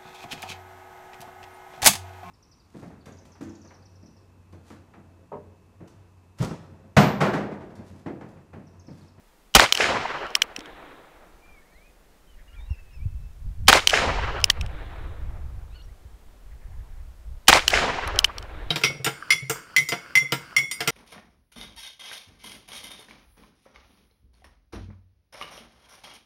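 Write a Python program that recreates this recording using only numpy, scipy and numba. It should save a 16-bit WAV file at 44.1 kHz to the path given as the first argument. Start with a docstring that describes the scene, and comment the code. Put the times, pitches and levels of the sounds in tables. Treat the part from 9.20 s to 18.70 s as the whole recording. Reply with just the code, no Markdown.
"""Revolver at an outdoor range

A phone microphone stands beside a small revolver fired three times. Each blast overloads it, then
comes back off nearby boards, a bank and far trees, much the same every time, duller with distance.
Close up, the steel action clicks between shots and wind buffets the microphone.
Far off, small birds whistle over a faint rustle."""
import sys
import numpy as np
from scipy import signal
from scipy.fft import rfft, irfft, next_fast_len
from scipy.io import wavfile
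from scipy.ndimage import uniform_filter1d
from numba import njit

SR = 44100
rng = np.random.default_rng(int(sys.argv[2]) if len(sys.argv) > 2 else 0)


def master(y):
    """Save y as 16-bit WAV."""
    cut = np.clip(np.atleast_2d(y).T, -1, 1)
    pcm = np.round(cut * 32767)  # scale
    wavfile.write(sys.argv[1], SR, pcm.astype(np.int16))


N = 418950

# spectrum of the distant rustle: freq_hz, gain_db
RUSTLE_SPECTRUM = [(88, -33.5), (150, -8.5), (291, -13.5), (334, -12), (805, -16), (1940, -22), (2400, -24),
                   (5050, -28.5), (16000, -33)]
# strength of the wind on the microphone: time_s, level_db
WIND_LEVELS = [(0, -63), (0.301, -58.5), (.75, -56), (2.3, -53.5), (2.999, -58), (3.299, -42.5),
               (3.701, -43), (3.851, -32), (4.151, -40.5), (4.35, -34), (4.751, -38.5), (4.88, -30),
               (5.299, -31), (6.249, -32), (7.2, -53.5), (7.348, -41.5), (7.901, -41.5), (9.5, -36)]
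# single low buffets, and a low knock at 1.385 s: start_s, level_db, pitch_hz
LOW_THUMPS = [(1.385, -29, 290), (3.506, -17.5, 69.5), (3.857, -20, 93), (3.945, -23, 56.9),
              (6.85, -33, 69.8), (8.861, -25.5, 73.1)]
# whistled bird notes: start_s, length_s, level_db, first_hz, middle_hz, last_hz
BIRD_WHISTLES = [(2.219, .185, -59.5, 2350, 2353, 2175), (2.418, 0.035, -62, 1830, 1795, 1850),
                 (2.444, 0.092, -63, 1830, 2170, 2300), (2.52, 0.034, -60, 1850, 1840, 1920),
                 (2.551, 0.15, -60, 2000, 2340, 2530), (2.53, .08, -71, 4400, 3950, 3097),
                 (3.071, 0.083, -64, 3145, 3000, 2874), (3.278, 0.063, -56, 2870, 2816, 2890),
                 (3.289, 0.072, -62, 2260, 2850, 3480), (3.296, .1, -62, 1323, 1393, 1350),
                 (3.36, 0.044, -54.5, 2450, 2340, 2320), (3.385, 0.089, -60, 3600, 3690, 3900),
                 (3.46, 0.28, -62, 2730, 2620, 2545), (3.494, .06, -52, 2700, 2760, 2450),
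                 (3.5, 0.055, -65, 5550, 5400, 4950), (3.708, 0.089, -60, 2820, 2660, 2260),
                 (3.723, 0.06, -66, 5390, 5300, 4880), (3.783, 0.069, -61, 2250, 2356, 2650),
                 (3.863, .27, -70, 2630, 2620, 2620), (6.501, .02, -62.5, 3630, 3780, 3800),
                 (6.612, 0.013, -54, 2370, 3700, 4950), (6.622, .034, -62, 5700, 5700, 5430),
                 (6.673, 0.04, -63, 1770, 1990, 2350)]
# raspy bird calls: start_s, length_s, level_db, first_hz, middle_hz, last_hz
BIRD_RASPS = [(6.52, 0.06, -61.5, 1207, 1443, 1490), (6.575, 0.039, -57, 1404, 1440, 1470)]
# modes of the steel frame: pitch_hz, level_db, t60_s
FRAME_MODES = [(1400, -24, 0.008), (2030, -20, 0.012), (3055, 9.5, 0.0076), (4250, 0, 0.006),
               (5380, 4, .006), (7600, -12, 0.0041), (9350, -32, 0.027), (10100, -15.5, 0.0047)]
# trigger let go, hammer drawn, hammer locks, grip settles twice: peak_db, tilt_db_per_octave, rattle_ms
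ACTION_STEPS = [(3.5, -7.5, 1.17), (-0.2, 6.5, 1.22), (-0.5, -7, 2.06), (-19.5, -8, 1.52), (-31, -13, 0.8)]
# when those steps fall, a row a shot: trigger_s, draw_s, lock_s, settle_s, resettle_s
ACTION_TIMES = [(.5237, 1.1519, 1.2186, 1.3625, 1.4057), (4.6725, 5.241, 5.2998, 5.411, 5.4623),
                (8.4792, 8.989, 9.044, 9.182, 9.2258)]
# stray ticks of loose parts: start_s, peak_db, tilt_db_per_octave
LOOSE_TICKS = [(0.5473, -16.5, -3), (.551, -8, 8.5), (.5668, -22, -9), (0.5733, -11.5, -12),
               (1.066, -32.5, -8), (1.104, -32, 6), (1.3908, -30, 0), (1.4573, -31.5, -6),
               (4.6931, -12, -2), (4.6966, -5.5, 6), (4.7058, -12, -5), (5.202, -27.5, 0),
               (5.214, -30.5, 2), (8.498, -25, -9), (8.502, -16.5, 4), (8.5049, -14.5, -7),
               (8.8754, -22, 9), (8.959, -26, -4)]
# hammer fall ahead of each blast: lead_s, peak_db, tilt_db_per_octave
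HAMMER_FALL = [(0.0105, -22.5, -6.5), (0.0022, -2.5, 0.6)]
# spectrum of the blast: freq_hz, gain_db
BLAST_SPECTRUM = [(60, -30), (280, -16.5), (450, -7), (900, -3), (2000, 0), (3100, -1), (3700, -3.5),
                  (4400, -2.5), (7000, -4.5), (15000, -19)]
# the muzzle's bright crack and darker body, then what scatters its blast: boards, open ground, shelter, bank
# face, bank top, # rising ground, far trees: delay_s, level_db, rise_db_per_s, hold_s, fall_db_per_s,
# tilt_db_per_octave
BLAST_PATHS = [(0.0005, 3, 9000.5, 0.002, 2500, 2.5), (.004, 3.5, 9000.5, 0.0086, 2100, -1),
               (0.034, -24.5, 902, .056, 600, 1.17), (0.105, -39.5, 300, .03, 149.5, 2),
               (0.062, -19, 1499.5, .012, 419.5, -1.5), (0.258, -26.5, 290.5, .012, 79.5, 2.5),
               (.35, -25.5, 110, .07, 200, -3.5), (0.47, -34, 61.5, .1, 36, -0.5),
               (1.1, -45.5, 45.5, .25, 24, -1.5)]
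# distinct echoes off single surfaces: delay_s, level_db, centre_hz
SURFACE_ECHOES = [(.047, -0.5, 1150), (.0465, -1.5, 3100), (.054, -7, 4200), (.066, -16, 1000),
                  (.111, -17.5, 2540), (.121, -23.5, 2952), (.141, -28.5, 2370), (.252, -16, 577),
                  (.257, -11, 1860), (.292, -15, 1950), (.41, -27.5, 1211), (0.506, -24, 810),
                  (0.681, -31, 883), (.815, -32, 1110)]
# the shots: start_s, level_db, thump_db
GUNSHOTS = [(.351, 3.5, -7), (4.483, 4, -14.5), (8.283, 4, -12.5)]

RUSTLE_DB = -60.5
RASP_HARMONICS_DB, RASP_FLUTTER_DB = (-3, 3, 0), 2
SCRAPE_S, SCRAPE_HZ, SCRAPE_DB = 0.27, 2850, -50
RIDGE_DELAY_S, RIDGE_SPREAD_S, RIDGE_HZ, RIDGE_DB = 3.1, .3, 1280, -68
TAIL_S, AIR_LOSS_DB_PER_S = 2.9, 36.5  # loss at 8 kHz
LEAF_HZ, HOLLOW_HZ = 3620, 300  # the far trees return a leafy band and a low boom
ECHO_CYCLES, SMEAR_MS_PER_S = 1.9, 4.5  # an echo lasts a few cycles, longer from far away
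PHONE_TOP_HZ = 15700


def undb(db):
    """Decibels to amplitude."""
    return 10 ** (np.asarray(db) / 20)


def unit(x):
    """Scales x to rms 1."""
    return x / np.sqrt(np.mean(x ** 2))


def add(out, x, start_s):
    """Mixes x into out from start_s."""
    i = int(start_s * SR)
    out[i:i + len(x)] += x[:len(out) - i]


def band(n, hz, octaves):
    """Noise of rms 1 in a bell-shaped band."""
    f = np.maximum(np.fft.rfftfreq(n, 1 / SR), 1)
    bell = np.exp(-(np.log2(f / hz) / octaves) ** 2)
    magnitude = bell * np.sqrt(rng.exponential(size=len(f)))
    return unit(irfft(magnitude * np.exp(2j * np.pi * rng.random(len(f))), n))


def walk(n, rate_hz):
    """Smooth random drift with a spread near 1."""
    hold = int(SR / rate_hz)
    steps = np.repeat(rng.standard_normal(n // hold + 1), hold)
    return 1.3 * uniform_filter1d(uniform_filter1d(steps, hold), hold)[:n]


def colour(x, spectrum):
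    """Filters x by (freq_hz, gain_db) points."""
    hz, db = np.transpose(spectrum)
    f = np.maximum(np.fft.rfftfreq(len(x), 1 / SR), 1)
    return irfft(rfft(x) * undb(np.interp(np.log(f), np.log(hz), db)), len(x))


@njit
def lowpass(x, hz, damping):
    """State-variable low-pass with a moving corner."""
    y, band_state, low_state = np.empty(len(x)), 0., 0.
    for i in range(len(x)):
        g = np.tan(np.pi * hz[i] / SR)
        bandpassed = (band_state + g * (x[i] - low_state)) / (1 + g * (g + damping))
        y[i] = low_state + g * bandpassed
        band_state, low_state = 2 * bandpassed - band_state, 2 * y[i] - low_state
    return y


def distant_rustle():
    """Far across the range, a rustle swells over a smooth hiss."""
    out, swell = np.zeros(N), walk(N, .6)
    for hz in 150 * 2 ** np.arange(0, 7, .5):
        drift_db = (swell + walk(N, 4.8)) * min(800 / hz, 1)
        out += np.sqrt(hz) * undb(drift_db) * band(N, hz, 0.45)
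    return undb(RUSTLE_DB) * unit(colour(out, RUSTLE_SPECTRUM))


def bird_note(length_s, pitches, harmonics_db):
    """The harmonics of one wavering note that bends through three pitches."""
    progress = np.arange(0, 1, 1 / length_s / SR)
    glide_hz = np.polyval(np.polyfit([0, .5, 1], pitches, deg=2), progress)
    turns = np.cumsum(glide_hz * (1 + .009 * walk(len(progress), 120))) / SR
    fade = np.clip(np.minimum(progress, 1 - progress) * length_s / 0.0021, 0, 1)
    return [fade * undb(db) * np.sin(2 * np.pi * k * turns) for k, db in enumerate(harmonics_db, 1)]


def far_birds():
    """Near-sine whistles and a raspier voice rich in harmonics, blurred by the trees."""
    out = np.zeros(N)
    for start_s, length_s, db, *pitches in BIRD_WHISTLES:
        add(out, bird_note(length_s, pitches, [db])[0], start_s)
    for start_s, length_s, db, *pitches in BIRD_RASPS:
        harmonics = bird_note(length_s, pitches, db + np.array(RASP_HARMONICS_DB))
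        n = len(harmonics[0])
        breath = undb(db) * band(n, 2570, 0.9) * np.hanning(n)
        voice = sum(x * undb(RASP_FLUTTER_DB * walk(n, 120)) for x in harmonics)
        add(out, breath + voice, start_s)
    out *= undb(3 * walk(N, 90) - 2)  # notes break up on the way
    trees = rng.standard_normal(SR // 2) * 1000. ** (-np.arange(SR // 2) / SR / 0.4)
    return out + undb(-41) * signal.fftconvolve(out, trees)[:N]


def thump(db, hz):
    """A cycle or two of low-pitched pressure on the microphone."""
    turns = np.arange(0, 5, hz / SR)
    return undb(db) * np.sin(2 * np.pi * turns) * 2 * turns * np.exp(1 - 2 * turns)


def wind_on_microphone():
    """Eddies thump the microphone port in lumps; faster air reaches higher."""
    gust_db = np.interp(np.arange(N) / SR, *np.transpose(WIND_LEVELS)) + 3.2 * walk(N, 16)
    corner_hz = np.clip(55 * undb(0.2 * (gust_db + 38.5)), 15, 300)
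    rumble = lowpass(rng.standard_normal(N), corner_hz, damping=0.89)
    rumble = lowpass(rumble, 2.2 * corner_hz, damping=1.2)
    out = unit(rumble / np.sqrt(corner_hz)) * undb(gust_db)
    for start_s, db, hz in LOW_THUMPS:
        add(out, thump(db, hz), start_s)
    return out


def steel_click(peak_db, tilt, rattle_ms=1.1):
    """Steel parts meet in a brief rattle that rings the frame; the bench sends back a faint smear."""
    t = np.arange(3000) / SR
    contact = rng.standard_normal(len(t)) * np.exp(-(1000 * t / rattle_ms - 1) ** 2)
    contact[50] += 6.0  # the main blow
    ring = np.zeros(len(t))
    for hz, db, t60_s in FRAME_MODES:
        detune, stray_db = rng.standard_normal(2) * [.015, 2]  # no two blows ring alike
        gain = undb(db + stray_db + tilt * np.log2(hz / 3000))
        ring += gain * np.sin(2 * np.pi * hz * (1 + detune) * t) * 1000. ** (-t / t60_s)
    snap = band(len(t), 4000, 0.8) * np.exp(-((t - .0016) / 0.002) ** 2)
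    click = unit(np.convolve(contact, ring)[:len(t)]) + undb(-8) * unit(snap)
    click = signal.lfilter(*signal.butter(2, 1600, "high", fs=SR), click)  # small parts give little bass
    smear = undb(-40) * band(len(t), 5000, 1.6) * np.exp(-((t - .010) / 0.0084) ** 2)
    return undb(peak_db) * (click / np.abs(click).max() + smear)


def cylinder_scrape():
    """The cylinder drags round, steel on steel: a rough narrow hiss that swells and fades."""
    n = int(SCRAPE_S * SR)
    return undb(SCRAPE_DB + 3.5 * walk(n, 90)) * band(n, SCRAPE_HZ, 0.14) * np.sqrt(np.hanning(n))


def revolver_action():
    """Close to the microphone, the gun is cocked after each shot and loose parts tick."""
    out = np.zeros(N)
    for times in ACTION_TIMES:
        add(out, cylinder_scrape(), times[1] - SCRAPE_S)  # ends as the hammer comes back
        for start_s, step in zip(times, ACTION_STEPS):
            add(out, steel_click(*step), start_s)
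    for start_s, peak_db, tilt in LOOSE_TICKS:
        add(out, steel_click(peak_db, tilt), start_s)
    return out


def ridge_echo():
    """A distant ridge returns the blast as a soft, lumpy swell, centred 1 s in."""
    t = np.arange(2 * SR) / SR - 1
    lumps = sum(undb(5.5 * walk(len(t), 33.03)) * band(len(t), RIDGE_HZ * 2 ** octave, 0.39)
                for octave in (-.5, .5))
    return undb(RIDGE_DB) * unit(lumps) * np.exp(-(t / RIDGE_SPREAD_S) ** 2)


def surface_echoes(n):
    """Single surfaces each slap back a short burst, narrower in band from farther away."""
    out = np.zeros(n)
    for delay_s, db, hz in SURFACE_ECHOES:
        width_s = ECHO_CYCLES / hz + SMEAR_MS_PER_S * delay_s / 1000
        u = np.arange(-2, 5, 1 / width_s / SR)  # widths from the peak
        envelope = np.exp(-np.where(u < 0, 2 * u ** 2, u))  # steep front, slower tail
        burst = band(4096, hz, 0.88 / (1 + 2.5 * delay_s))[:len(u)] * envelope
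        add(out, undb(db) * burst / np.abs(burst).max(), delay_s - 2 * width_s)
    return out


def blast(shared_patch_db, band_patch_db):
    """One blast and its returns: uneven ground scatters it in patches, the air eats the treble."""
    n = next_fast_len(int(TAIL_S * SR))
    t = np.arange(n) / SR
    envelopes = [undb(db - rise * np.maximum(delay - t, 0) - fall * np.maximum(t - delay - hold, 0))
                 for delay, db, rise, hold, fall, _ in BLAST_PATHS]
    tilts = [path[-1] for path in BLAST_PATHS]
    tree_share = np.clip((t - .95) / 0.1, 0, 1)
    out, shared_db = np.zeros(n), shared_patch_db * walk(n, 70)
    for hz in 60 * 2 ** np.arange(0, 8.1, .4):
        power = sum((x * undb(tilt * np.log2(hz / 1000))) ** 2 for x, tilt in zip(envelopes, tilts))
        air_db = AIR_LOSS_DB_PER_S * t * (hz / 8000) ** 1.5
        patch_db = shared_db + band_patch_db * walk(n, 40)
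        patch_db *= min(1500 / hz, 1) * (1 - 0.34 * tree_share)  # treble and far returns are more even
        out += np.sqrt(power) * undb(patch_db - air_db) * band(n, hz, .3) / 3
    leaves = undb(-3.5 - 12.7 * t) * band(n, LEAF_HZ, 0.2)
    boom = undb(-1.46) * band(n, HOLLOW_HZ, 0.24)
    out += tree_share * envelopes[-1] * (leaves + boom)
    fade = np.clip(np.minimum(t / .0003, (t[-1] - t - .1) / .2), 0, 1)
    return colour(out, BLAST_SPECTRUM) * fade + surface_echoes(n)


def revolver_shots():
    """The hammer falls and each blast meets the same surroundings; moving air changes a little of it."""
    out, steady = np.zeros(N), blast(shared_patch_db=3.2, band_patch_db=2.8)
    for start_s, db, thump_db in GUNSHOTS:
        varying = 0.51 * blast(shared_patch_db=1.0, band_patch_db=2.4)
        add(out, undb(db) * (steady + varying), start_s)
        # the pressure wave rocks the microphone
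        add(out, thump(thump_db - 4, hz=51), start_s)
        add(out, thump(thump_db + 4.5, hz=170), start_s)
        for lead_s, peak_db, tilt in HAMMER_FALL:
            add(out, steel_click(peak_db, tilt), start_s - lead_s)
        if start_s + RIDGE_DELAY_S < N / SR:
            add(out, undb(db) * ridge_echo(), start_s + RIDGE_DELAY_S - 1)
    return out


def scene():
    """The range in mono, from beside the gun."""
    return (revolver_shots() + revolver_action() + far_birds() + wind_on_microphone()
            + distant_rustle())[None]


def record(dry):
    """The phone's input clips, its gain control pulls sustained overload down, and the top is cut."""
    clipped = np.clip(dry, -1, 1)
    pole = np.exp(-1 / (0.0025 * SR))
    power = signal.lfilter([1 - pole], [1, -pole], clipped ** 2)
    ducked = clipped / (1 + (power / 0.7) ** 2.5)
    return signal.sosfilt(signal.ellip(10, .2, 55, PHONE_TOP_HZ, fs=SR, output="sos"), ducked)


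dry = scene()
out = record(dry)
master(out)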